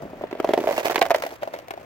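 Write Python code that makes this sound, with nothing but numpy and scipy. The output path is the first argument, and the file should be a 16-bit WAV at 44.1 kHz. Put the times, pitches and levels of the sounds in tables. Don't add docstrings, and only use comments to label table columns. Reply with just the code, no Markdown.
import sys
import numpy as np
from scipy import signal
from scipy.fft import rfft, irfft, next_fast_len
from scipy.io import wavfile
from scipy.ndimage import map_coordinates

SR = 44100
rng = np.random.default_rng(int(sys.argv[2]) if len(sys.argv) > 2 else 0)


def int16_out(signal):
    q = np.round(np.clip(np.atleast_2d(signal).T, -1, 1) * 32767)
    wavfile.write(sys.argv[1], SR, q.astype(np.int16))


N = 81585

# (time [s], knock pitch [Hz], hull thud [dB], hull knock [dB], riders' clack [dB], ice crunch [dB])
ICE_BUMPS = [(0.0527, 570, -34, -40, -61, -77), (0.1323, 596, -33.5, -34.5, -72, -87.5),
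             (0.2111, 646, -33.5, -28.5, -51, -74), (0.2374, 613, -25, -24, -42, -63),
             (0.3115, 647, -39, -37.5, -40.5, -57.5), (0.3275, 600, -24, -31, -38.5, -58.0),
             (0.3513, 670, -33, -31, -47, -66), (0.4002, 637, -20, -24.5, -33, -48),
             (0.4448, 663, -19.5, -14.5, -32.5, -45), (0.4900, 622, -17.5, -17, -32.5, -48),
             (0.5068, 624, -23, -30, -68, -78), (0.5359, 636, -14, -12, -26.5, -40.5),
             (0.576, 686, -17, -17.5, -32, -45), (0.5871, 650, -20.5, -24, -44, -50),
             (0.5997, 583, -28.5, -52, -40.5, -56), (0.6117, 605, -25, -47, -45, -56),
             (0.6393, 658, -27, -22.0, -42, -58), (0.6598, 620, -28, -56, -53, -62),
             (0.672, 678, -21.5, -15, -33.5, -47.0), (0.6889, 685, -22, -16, -35, -46.5),
             (0.7094, 597, -29, -19, -34, -42.5), (0.7797, 584, -25.5, -16, -34.5, -37),
             (0.8083, 626, -67, -26, -53, -53), (0.8467, 690, -31, -29, -41, -68),
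             (0.8541, 682, -23, -20.5, -36, -36), (0.8667, 633, -30, -24.5, -31.5, -40.5),
             (0.8975, 690, -26, -21, -30, -46), (0.9088, 740, -24.5, -26.5, -34, -41),
             (0.9463, 630, -30, -23.5, -40, -52), (0.9578, 703, -23.5, -26.5, -18.5, -32.5),
             (0.9786, 588, -24, -33, -26, -47), (0.9904, 815, -34, -29, -60, -37.5),
             (1.0158, 720, -17.5, -12.5, -18.5, -35.0), (1.0243, 693, -64, -14, -25, -58),
             (1.0538, 803, -51, -27, -32.5, -44), (1.063, 685, -44, -26.5, -35, -43),
             (1.1053, 750, -20.5, -13, -25.5, -35), (1.1124, 691, -25, -13, -25.5, -38.5),
             (1.1456, 635, -42, -14, -21, -39.5), (1.1593, 712, -26, -48, -34.5, -37.5),
             (1.2219, 680, -54, -33, -28, -40), (1.2367, 602, -58, -24, -30.5, -45),
             (1.2497, 564, -35.5, -32.5, -38, -48.5), (1.264, 664, -34, -26, -38.5, -44.5),
             (1.3233, 665, -36, -34, -60, -53), (1.4224, 656, -37, -29.5, -41.5, -61),
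             (1.4311, 624, -40, -23, -36.5, -47.5), (1.4746, 662, -35, -25.5, -42, -55),
             (1.5388, 602, -40, -26.5, -37, -52), (1.7075, 622, -35, -28, -34, -47),
             (1.7373, 652, -40, -36, -42, -59), (1.7753, 684, -41, -33, -50, -64)]
# (time [s], level [dB])
ICE_CHIPS = [(0.4005, -51), (0.4655, -58), (0.486, -55), (0.5345, -49), (0.7685, -48), (0.779, -42.5),
             (0.797, -43.5), (0.874, -41.5), (0.921, -45), (0.9455, -42), (1.0130, -37.5), (1.0250, -33),
             (1.0985, -46.5), (1.1415, -46), (1.183, -51), (1.484, -62), (1.536, -54), (1.588, -50.5),
             (1.683, -52), (1.7065, -49.5)]
# (time [s], pitch [Hz], level [dB])
PLASTIC_SNAPS = [(0.3999, 1290, -31.5), (0.5365, 3530, -38.5), (0.778, 2700, -27.5), (1.0147, 4050, -28),
                 (1.1068, 1740, -28), (1.7069, 2720, -41.5)]
# (start [s], end [s])
RUNNER_HOPS = [(0.772, 0.779), (0.812, 0.847), (0.884, 0.897), (0.932, 0.945), (0.966, 0.977),
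               (0.997, 1.013), (1.074, 1.098), (1.127, 1.141), (1.366, 1.419), (1.615, 1.705)]
# (time [s], left minus right [dB], left lag [ms])
SLED_BEARING = [(0, 1, -0.27), (.55, -1, 0.022), (.85, -4.5, 0.23), (1.02, -3.6, -0.051),
                (1.15, -2.5, -0.065), (1.25, -0.7, -0.23), (1.85, 3, -0.39)]

# (frequency [Hz], level [dB], 60 dB decay time [s])
FLOOR_MODES = [(410, 0, 0.015)]
WALL_MODES = [(573, 2.5, 0.017), (639, 4.5, 0.027), (765, -1.5, 0.02), (951, -16.5, 0.041)]

# (frequency [Hz], spectral density [dB])
CLACK_SPECTRUM = [(400, -47.5), (800, 6.5), (1250, 0.5), (2050, 3), (2650, -2), (3300, -5), (5200, -16),
                  (8000, -36.5)]
ICE_SPECTRUM = [(2000, -21), (4500, 4), (6200, 3), (8000, -2.5), (9300, -7), (12000, 0), (15500, -0.5)]
RUMBLE_SPECTRUM = [(60, -22.5), (220, -16.5), (320, -4.5), (420, -5), (640, 2), (800, -8), (1100, -17.5)]
DRONE_SPECTRUM = [(60, -6.5), (165, 6), (270, 9), (360, -5)]
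AIR_SPECTRUM = [(25, -48), (50, -12), (75, 0.5), (200, -7), (1000, -6.5), (2500, -14), (5000, -31.5),
                (9000, -38.5), (12500, -49), (16000, -28)]

# (time [s], level [dB])
RUMBLE_ENVELOPE = [(0, -38.5), (.3, -47.5), (.42, -38.5), (.6, -35), (.74, -33), (.95, -30.5),
                   (1.07, -32.5), (1.2, -39.5), (1.5, -45), (1.85, -47.5)]
DRONE_ENVELOPE = [(0, -52), (0.056, -34.5), (.1, -47), (1.0, -61)]
RASP_ENVELOPE = [(0, -73), (.3, -50), (.42, -48), (.62, -41.5), (.76, -38.5), (.87, -29), (1.03, -45.5),
                 (1.25, -43.5), (1.4, -49), (1.85, -58)]
HISS_ENVELOPE = [(0, -63), (.3, -69.5), (.45, -60), (.62, -50.5), (.75, -45), (.87, -37), (1.02, -51.5),
                 (1.35, -55.5), (1.45, -60), (1.85, -68)]
AIR_ENVELOPE = [(0, -49.5), (.6, -49.5), (1.3, -51.5)]

DETUNE = .035


def sled():
    hull, riders, ice = impacts()
    crust = crumbling()
    hull += scrape(RUMBLE_SPECTRUM, RUMBLE_ENVELOPE, pressure=crust + 1, smooth=0.45)
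    hull += scrape(DRONE_SPECTRUM, DRONE_ENVELOPE, pressure=crust + 1, smooth=0.69)
    riders += snaps()
    riders += scrape(CLACK_SPECTRUM, RASP_ENVELOPE, pressure=crust + 0.3, smooth=0.49)
    ice += scrape(ICE_SPECTRUM, HISS_ENVELOPE, pressure=crust + 0.74, smooth=0.51)
    stereo = spread(hull, width=0.014) + spread(riders, width=0.51, pan_db=-1.76)
    stereo += spread(ice, width=0.82, pan_db=5.5)
    return pass_by(*stereo)


def impacts():
    hull, riders, ice = np.zeros((3, 2, N))
    floor = dict(modes=FLOOR_MODES, attack_s=0.0022, cut_hz=210)
    walls = dict(modes=WALL_MODES, attack_s=0.0017, cut_hz=450)
    for s, hz, thud_db, knock_db, clack_db, crunch_db in ICE_BUMPS:
        stretch = hz / 650
        add(hull, s, hull_ring(**floor, stretch=stretch), thud_db)
        add(hull, s, hull_ring(**walls, stretch=stretch), knock_db)
        add(riders, s, contacts(CLACK_SPECTRUM, attack_s=0.00011, t60=0.031, scatter_db=-1), clack_db)
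        add(ice, s, contacts(ICE_SPECTRUM, attack_s=0.00034, t60=0.03, scatter_db=1), crunch_db)
    for s, db in ICE_CHIPS:
        add(ice, s, contacts(ICE_SPECTRUM, attack_s=0.00011, t60=0.017, scatter_db=2), db)
        add(riders, s, contacts(CLACK_SPECTRUM, attack_s=0.00011, t60=0.017, scatter_db=3), db + 5.5)
        add(hull, s, hull_ring(**walls), db + 14.5)
    return hull, riders, ice


def hull_ring(modes, attack_s, cut_hz, stretch=1, scatter_db=2):
    t = np.arange(SR // 12) / SR
    ring = np.zeros((2, len(t)))
    for hz, db, t60 in modes:
        tuning, strength = rng.standard_normal((2, 2, 1))
        mode_hz = hz * stretch * (1 + DETUNE * tuning)
        ring += amp(db + scatter_db * strength - 60 * t / t60) * np.sin(2 * np.pi * mode_hz * t)
    radiation = signal.butter(2, cut_hz, "high", fs=SR, output="sos")
    return signal.sosfilt(radiation, -ring * (1 - np.exp(-t / attack_s)))


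def contacts(spectrum, attack_s, t60, scatter_db):
    t = np.arange(SR // 12) / SR
    noise = rng.standard_normal((2, len(t)))
    flicker = np.repeat(rng.standard_normal(len(t)), SR // 2000)[:len(t)]
    envelope = (1 - np.exp(-t / attack_s)) * amp(scatter_db * flicker - 60 * t / t60)
    return coloured(noise * envelope, spectrum)


def snaps(t60=0.02):
    track = np.zeros((2, N))
    t = np.arange(SR // 20) / SR
    for s, hz, db in PLASTIC_SNAPS:
        pair_hz = hz * (1 + DETUNE * rng.standard_normal((2, 1)))
        add(track, s, np.sin(2 * np.pi * pair_hz * t) * amp(-60 * t / t60), db)
    return track


def scrape(spectrum, envelope, pressure, smooth, grains_per_s=2500):
    grains = (rng.random(N) < grains_per_s / SR) * rng.standard_normal((2, N))
    friction = (unit(grains) + smooth * rng.standard_normal((2, N))) * pressure
    return unit(coloured(friction, spectrum)) * amp(curves(envelope)[0]) * runner_contact()


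def crumbling(breaks_per_s=150, decay_s=.004, scatter_db=3.5):
    breaks = rng.random(N) < breaks_per_s / SR
    sizes = amp(scatter_db * np.clip(rng.standard_normal(N), -2, 2))
    return unit(signal.lfilter([1], [1, -np.exp(-1 / (decay_s * SR))], breaks * sizes))


def runner_contact(hop_db=-8.5, ramp_s=0.00084):
    t = np.arange(N) / SR
    aloft = sum(np.clip(np.minimum(t - start, end - t) / ramp_s, 0, 1) for start, end in RUNNER_HOPS)
    return amp(hop_db * aloft)


def pass_by(left, right):
    pan_db, lag_ms = curves(SLED_BEARING)
    half_lag = lag_ms * SR / 2000
    left = map_coordinates(left, [np.arange(N) - half_lag], order=5)
    right = map_coordinates(right, [np.arange(N) + half_lag], order=5)
    return np.array([left * amp(pan_db / 2), right * amp(-pan_db / 2)])


def chute_echo(sound, gain_db=-12.5, attack_s=0.0069, t60=0.079, top_hz=2800):
    t = np.arange(SR // 6) / SR
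    tail = rng.standard_normal((2, len(t))) * amp(-60 * t / t60) * (1 - np.exp(-t / attack_s))
    absorption = signal.butter(2, top_hz, fs=SR, output="sos")
    tail = signal.sosfilt(absorption, tail / np.linalg.norm(tail[0]))
    return amp(gain_db) * signal.fftconvolve(sound, tail, axes=1)[:, :N]


def open_air():
    noise = unit(coloured(rng.standard_normal((2, N)), AIR_SPECTRUM))
    return spread(noise, width=0.62) * amp(curves(AIR_ENVELOPE)[0])


def amp(db):
    return 10 ** (np.asarray(db) / 20)


def unit(x):
    return x / np.sqrt(np.mean(x ** 2) + 1e-20)


def curves(rows):
    times, *columns = np.transpose(rows)
    return [np.interp(np.arange(N) / SR, times, column) for column in columns]


def coloured(x, spectrum, skirt_db_per_octave=15):
    size = 4096
    hz, db = np.transpose(spectrum)
    octave = np.log2(np.fft.rfftfreq(size, 1 / SR) + 1)
    skirt_db = skirt_db_per_octave * np.maximum(octave - np.log2(hz[-1]), 0)
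    shape_db = np.interp(octave, np.log2(hz), db) - skirt_db
    cepstrum = irfft(np.log(amp(shape_db)))
    cepstrum[1:size // 2] *= 2
    cepstrum[size // 2 + 1:] = 0
    response = irfft(np.exp(rfft(cepstrum)))
    return signal.fftconvolve(x, response[None], axes=1)[:, :x.shape[1]]


def spread(pair, width, pan_db=0):
    mid, side = pair[0], width * pair[1]
    return np.array([mid + side, mid - side]) * amp([[pan_db / 2], [-pan_db / 2]])


def add(track, s, blow, db, onset_s=.008):
    start = round(s * SR)
    onset_rms = np.sqrt(np.mean(blow[0, :int(onset_s * SR)] ** 2) + 1e-20)
    part = track[:, start:start + blow.shape[1]]
    part += amp(db) * blow[:, :part.shape[1]] / onset_rms


def scene():
    direct = sled()
    return direct + chute_echo(direct) + open_air()


def record(dry, ceiling=.97, top_hz=15950):
    rounded = dry / (1 + (dry / ceiling) ** 8) ** (1 / 8)
    size = next_fast_len(N + SR // 2)
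    passband = np.fft.rfftfreq(size, 1 / SR) < top_hz
    return irfft(rfft(rounded, size) * passband, size)[:, :N]


dry = scene()
out = record(dry)
int16_out(out)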